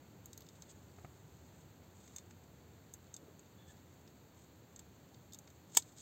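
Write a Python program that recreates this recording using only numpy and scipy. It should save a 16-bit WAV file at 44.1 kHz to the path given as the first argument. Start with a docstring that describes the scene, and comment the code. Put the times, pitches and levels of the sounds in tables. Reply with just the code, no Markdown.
"""A quiet garden rumbles faintly, and small pruning shears rub and tick in a tight bunch of grapes.
Friction between the berries makes a grainy rustle; each nicked stalk crunches and rings the steel.
Two cut berries thud on the soil, a few dull bumps pass, and the pivot squeaks by stick-slip friction.
Near the end a stalk fractures and the shears snap shut with one sharp snip."""
import sys
import numpy as np
from scipy import signal
from scipy.fft import rfft, irfft, next_fast_len
from scipy.io import wavfile

SR = 44100
rng = np.random.default_rng(int(sys.argv[2]) if len(sys.argv) > 2 else 0)


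def store_wav(level_fs):
    """Save 16-bit WAV to argv[1]."""
    pcm = np.round(np.clip(np.atleast_2d(level_fs), -1, 1) * 32767)
    wavfile.write(sys.argv[1], SR, pcm.T.astype(np.int16))


N = 265261
TIME = np.arange(N) / SR
LEAD_S = 0.01  # room before each blow
BLOW_TIME = np.arange(SR // 6) / SR - LEAD_S
RING_TIME = np.maximum(BLOW_TIME, 0)


def amp(db):
    """Amplitude grows tenfold for every 20 dB."""
    return 10 ** (np.asarray(db) / 20)


def unit_rms(x):
    """Normalisation to a mean power of 1."""
    return x / np.sqrt(np.mean(x ** 2) + 1e-20)


def colour(x, points):
    """Spectral shaping: (frequency_hz, gain_db) points are joined along log frequency."""
    hz, db = np.transpose(points)
    size = next_fast_len(2 * len(x))
    bins = np.fft.rfftfreq(size, 1 / SR)
    gain = amp(np.interp(np.log(bins + 1), np.log(np.sort(hz) + 1), db))
    return irfft(rfft(x, size) * gain, size)[:len(x)]


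def wander(hz):
    """Band-limited noise: a random fluctuation of rms 1, up to the given rate."""
    passband = np.fft.rfftfreq(N, 1 / SR) < hz
    return unit_rms(irfft(rfft(rng.standard_normal(N)) * passband, N))


def add(mix, start_s, sound):
    """Superposition: a sound adds to the mix from its start time."""
    part = mix[max(round(start_s * SR), 0):][:len(sound)]
    part += sound[:len(part)]


def ring(modes, detune=0):
    """Free vibration: a blow excites damped modes, each optionally detuned at random."""
    out = np.zeros(len(RING_TIME))
    for hz, db, t60 in modes:
        pitch_hz = hz * (1 + detune * rng.standard_normal())
        out += amp(db - 60 * RING_TIME / t60) * np.sin(2 * np.pi * pitch_hz * RING_TIME)
    return out


def crack(length_s):
    """Fracture radiates a brief noise burst, here with an even spectrum and energy 1."""
    age = BLOW_TIME / max(length_s / 2, 4 / SR)
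    spectrum = rfft(rng.standard_normal(len(age)) * np.maximum(age, 0) * np.exp(-abs(age)))
    whitened = irfft(spectrum / (abs(spectrum) + 1e-12), len(age))
    burst = whitened * np.exp(-((age - 2) / 10) ** 2)
    return burst / np.linalg.norm(burst)


def foliage(x, level_db, t60_s):
    """Scattering from hands, leaves and ground adds a short diffuse tail."""
    t = np.arange(SR // 5) / SR
    build_up = 1 - np.exp(-(t / 0.0013) ** 2)
    tail = rng.standard_normal(len(t)) * amp(-60 * t / t60_s) * build_up
    return x + amp(level_db) * signal.oaconvolve(x, tail / np.linalg.norm(tail))[:N]


# Spectrum of the far outdoor rumble: frequency_hz, gain_db
RUMBLE_SPECTRUM = [(25, -21), (40, -17), (55, -10.5), (72, -3), (88, 1), (115, -2.5), (175, -3.5),
                   (215, -7.5), (320, -9), (550, -15), (720, -18), (900, -18), (1100, -23.5), (1400, -24),
                   (2600, -32), (4500, -38), (8000, -54)]

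def garden(level_db=-59.5, easing_db_per_s=0.23):
    """Distant sound arrives as low-frequency noise, its level easing very slowly."""
    rumble = unit_rms(colour(rng.standard_normal(N), RUMBLE_SPECTRUM))
    return amp(level_db - easing_db_per_s * TIME) * rumble


def stroke(start_s, length_s, rise_s=0.024, fall_s=0.027):
    """Exponential envelope of the hand's pressure: 20 dB up per rise_s, a hold, 20 dB down per fall_s."""
    before = np.maximum(start_s - TIME, 0)
    after = np.maximum(TIME - start_s - length_s, 0)
    return amp(-20 * (before / rise_s + after / fall_s))


# Modes of the shears, shared by rubbing, ticks and snip: frequency_hz, level_db, t60_s
SHEAR_MODES = [(945, -7, .032), (1340, -16, .021), (1825, -14.5, .025), (2255, -13, .031),
               (3420, -12, .024), (3730, -8, .021), (4300, -15, .022), (4745, -19, .048), (5040, -11, .012),
               (5320, -4.5, .022), (6285, -10, .032), (6580, -2.5, .01), (6795, .5, .013),
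               (7190, -12, .016), (7380, -12, .042), (7655, -5, .029), (8095, -9, .025), (8400, 1, .016),
               (12030, -8, .016), (12420, -11, .015), (13140, -8, .016), (13930, -12, .011),
               (14800, -10.5, .011)]
# Spectrum of the friction noise: frequency_hz, gain_db
RUB_SPECTRUM = [(300, -27), (2500, -10), (3600, 3), (5500, -3), (6800, -1), (8500, -3), (12000, -8),
                (16000, -17)]
# Strokes of the blades among the berries: start_s, length_s, level_db
BLADE_STROKES = [(0.24, 1.4, -82.5), (0.7, 0.0075, -66), (1.965, 0.24, -76), (3.682, .03, -73),
                 (4.37, 0.074, -78.5), (5.698, 0.24, -75.5), (5.75, 0.051, -56.5), (5.976, .04, -62.5)]

def rubbing(slips_per_s=2500, holding_db=-85):
    """Sliding friction: dense small slips of steel on steel and grape skin, under an uneven hand."""
    stroke_power = sum((amp(db) * stroke(start, length)) ** 2 for start, length, db in BLADE_STROKES)
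    pressure = np.sqrt(amp(holding_db) ** 2 + stroke_power)  # the held bunch shifts between strokes
    slips = rng.standard_normal(N) * (rng.random(N) < slips_per_s / SR)
    steel = signal.oaconvolve(slips, ring(SHEAR_MODES))[:N]
    grain = unit_rms(slips) + amp(-8.5) * unit_rms(steel)
    return pressure * amp(2 * wander(hz=59.7)) * unit_rms(colour(grain, RUB_SPECTRUM))


# Modes of the light return spring: frequency_hz, level_db, t60_s
SPRING_MODES = [(3700, 4, 0.036), (4260, -9, 0.043), (6680, -1, 0.031), (7500, -1, 0.033),
                (13000, 0.5, 0.041)]
# Spectrum common to all ticks: frequency_hz, gain_db
TICK_SPECTRUM = [(100, 3), (900, 1.5), (2900, 2), (3600, 1.5), (4200, 5.5), (5300, 1), (6500, -2.5),
                 (8500, -8.5), (13000, 0), (16000, -1.5)]
# Tone of the faintest touches of the tips: top_treble_db, low_treble_db, knock_db
GRAZE_BALANCE = (-18, -10, -10)
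# Blade ticks: start_s, relative_level_db, top_treble_db, low_treble_db, knock_db
BLADE_TICKS = [(0.258, -41, -2.5, -23, -25), (0.3314, -39.5, -13, -13.5, -31),
               (0.377, -41.5, -5, -12.5, -24), (0.4068, -48.5, -1, -10, -16), (0.4197, -55, -5, -2, -13),
               (0.465, -55.5, -14, -5, -10), (0.488, -45.5, -14, -9.5, -23), (0.622, -41, -15, -11.5, -15),
               (2.078, -47.5, -21, -15, -4.5), (2.1629, -33.5, -12, -17.5, -20),
               (2.166, -40, -22, -23, -22), (2.184, -37, -19, -15.5, -10.5), (2.309, -48.5, -25, -14, -0.5),
               (2.9383, -34, -12.5, -29, -32), (3.1417, -35, -19, -16, -36), (3.165, -39.5, -14, -13, -22),
               (3.3936, -47, -28, -25, -21), (4.0763, -55.5, -18, -4.5, -1), (4.7618, -41.5, -17, -17, -26),
               (4.793, -39.5, -11, -13.5, -15), (5.144, -56.5, -14, -3, -4), (5.323, -47.5, -14, -9, -22),
               (5.3342, -39.5, -11, -12, -28), (5.346, -39.5, -13, -12.5, -23), (5.388, -40, -10, -22, -29),
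               (5.4756, -51.5, -17, -7.5, 1), (5.5025, -51, -12, -16, -18), (5.7497, -36, -7.5, -16.5, -7),
               (5.8232, -43.5, -18, -7.5, -20)]

def ticks(grazes_per_s=2.5, graze_db=-62.5, firm_db=-34, firm_crunch_s=0.0013):
    """Impulsive excitation: the tips nick thin stalks, which crunch and set steel and spring ringing."""
    out = np.zeros(N)
    graze_times = np.flatnonzero(rng.random(N) < grazes_per_s / SR) / SR
    grazes = [(s, graze_db + 3 * rng.standard_normal(), *GRAZE_BALANCE) for s in graze_times]
    for start_s, db, top_db, low_db, knock_db in BLADE_TICKS + grazes:
        crunch = crack(firm_crunch_s * 2 ** ((firm_db - db) / 19))  # 19 dB gentler lasts twice as long
        steel = amp(-32) * ring(SHEAR_MODES, detune=0.017)
        spring = amp(-31.5) * ring(SPRING_MODES, detune=0.015)
        tone = [(2400, knock_db + 4), (3400, low_db + 5), (5500, low_db + 11),
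                (6300, 0), (9000, 0), (12000, top_db + 10)]
        add(out, start_s - LEAD_S, amp(db + 12.5) * colour(crunch + steel + spring, tone))
    return foliage(colour(out, TICK_SPECTRUM), level_db=-11, t60_s=0.051)


# Modes of a berry on the ground: frequency_hz, level_db, t60_s
SOIL_MODES = [(141, -1.5, .04), (397, -7, 0.033), (730, -4, 0.027), (1250, -10.5, 0.03), (2140, -23, 0.022)]
# Berries landing: start_s, level_db, contact_s
BERRY_DROPS = [(0.9854, -48, 0.00026), (1.0471, -41, 0.00014)]

def berries():
    """Soft impact: a force pulse on the soil, a heavily damped knock and a rustle of litter."""
    out = np.zeros(N)
    for start_s, db, contact_s in BERRY_DROPS:
        push = np.exp(-(BLOW_TIME / contact_s) ** 2 / 2)
        litter = amp(11) * colour(crack(0.0045), [(2200, 6), (4500, -24)])
        add(out, start_s - LEAD_S, amp(db) * (push + ring(SOIL_MODES) + litter))
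    return out


# Soft dull bumps: centre_s, level_db, frequency_hz, half_length_s
DULL_BUMPS = [(1.26, -60, 104, 0.018), (1.375, -58, 87, 0.047), (3.226, -57, 320, 0.012),
              (3.29, -62.5, 410, 0.013)]

def bumps():
    """Amplitude modulation: low noise under a short Gaussian swell is heard as a bump."""
    out = np.zeros(N)
    for centre_s, db, hz, half_length_s in DULL_BUMPS:
        band = [(hz / 3, -50), (hz * 0.86, 0), (hz * 0.92, 0), (hz * 3, -30), (hz * 10, -70)]
        swell = np.exp(-((TIME - centre_s) / half_length_s) ** 2 / 2)
        out += amp(db) * swell * unit_rms(colour(rng.standard_normal(N), band))
    return out


# The pivot as the shears open: time_s, pitch_hz, fundamental_db, octave_db
PIVOT_CURVE = [(3.57, 1740, -96, -84), (3.6, 1725, -81, -69), (3.66, 1707, -85, -76),
               (3.70, 1730, -67, -69), (3.73, 1685, -82, -82), (3.8, 1700, -95, -84)]

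def squeak():
    """Stick-slip oscillation: the dry pivot sounds an unsteady pitch and its octave."""
    times, *columns = np.transpose(PIVOT_CURVE)
    pitch_hz, fundamental_db, octave_db = [np.interp(TIME, times, column) for column in columns]
    phase = 2 * np.pi * np.cumsum(pitch_hz * (1 + 0.04 * wander(hz=700))) / SR
    grip = (TIME > times[0]) * (TIME < times[-1]) * amp(3 * wander(hz=120))
    return grip * (amp(fundamental_db + 1.5) * np.sin(phase) + amp(octave_db) * np.sin(2 * phase))


# Radiation of small shears, weak in the bass: frequency_hz, gain_db
SHEAR_RADIATION = [(100, -26.5), (400, -7), (800, 0.5)]
# Spectrum of the snip's crunch: frequency_hz, gain_db
SNIP_SPECTRUM = [(70, -14.5), (250, -6), (500, -1.5), (780, 3.5), (1000, -1), (2000, -5), (2900, -3),
                 (3400, 3.5), (5500, -3.5), (6600, 1.5), (8200, 1), (9500, 4), (12000, 3.5), (16000, 1.5)]
# The stalk cracks, the handles meet and rebound: start_s, crunch_db, crunch_length_s, ring_db
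SNIP_BLOWS = [(5.77, -8, 0.0005, -21.5), (5.7723, 0.5, 0.00053, 0.5), (5.7729, 0.5, .0006, -15.5),
              (5.7768, -19.5, 0.00076, -30), (5.784, -20.5, 0.004, -40.5)]

def snip():
    """Fracture and impact: the stalk breaks and the shears slam shut, ringing briefly in their modes."""
    cracks, steel = np.zeros(N), np.zeros(N)
    onset = 1 - np.exp(-RING_TIME / 0.00007)  # the blow takes a moment to spread through the tool
    for start_s, crunch_db, length_s, ring_db in SNIP_BLOWS:
        add(cracks, start_s - LEAD_S - length_s / 2, amp(crunch_db - 2) * crack(length_s))
        add(steel, start_s - LEAD_S, amp(ring_db - 22.5) * onset * ring(SHEAR_MODES))
    direct = colour(cracks, SNIP_SPECTRUM) + colour(steel, SHEAR_RADIATION)
    return foliage(direct, level_db=-17, t60_s=0.075)


def scene():
    """Superposition: the pressures of garden, shears and berries sum in one channel."""
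    return (garden() + rubbing() + ticks() + berries() + bumps() + squeak() + snip())[None]


# Frequency response of the microphone: frequency_hz, gain_db
MIC_RESPONSE = [(25, -20), (75, -0.5), (6000, 0.5), (6180, 8.5), (7650, 10), (7850, 8.5), (8500, 4.5),
                (8700, -8.5), (10400, -22.5), (11450, -19), (11700, -4)]
# Spectrum of its self-noise: frequency_hz, gain_db
HISS_SPECTRUM = [(2000, 1.5), (3200, 0.5), (4650, 3.5), (4850, -12.5), (6000, -2.5), (6200, 2), (7600, 4.5),
                 (7850, -6), (8450, -9), (8700, -14.5), (11450, -15), (11700, -4), (12800, -5.5),
                 (13300, 0.5), (15700, -0.5)]

def record(dry, cutoff_hz=15850):
    """Transduction: a microphone adds a treble peak and notch, its own hiss and a band limit."""
    hiss = amp(-70.5) * unit_rms(colour(rng.standard_normal(N), HISS_SPECTRUM))
    lowpass = signal.firwin(511, cutoff_hz, window=("kaiser", 9), fs=SR)
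    return signal.oaconvolve(colour(dry[0], MIC_RESPONSE) + hiss, lowpass, "same")[None]


dry = scene()
out = record(dry)
store_wav(out)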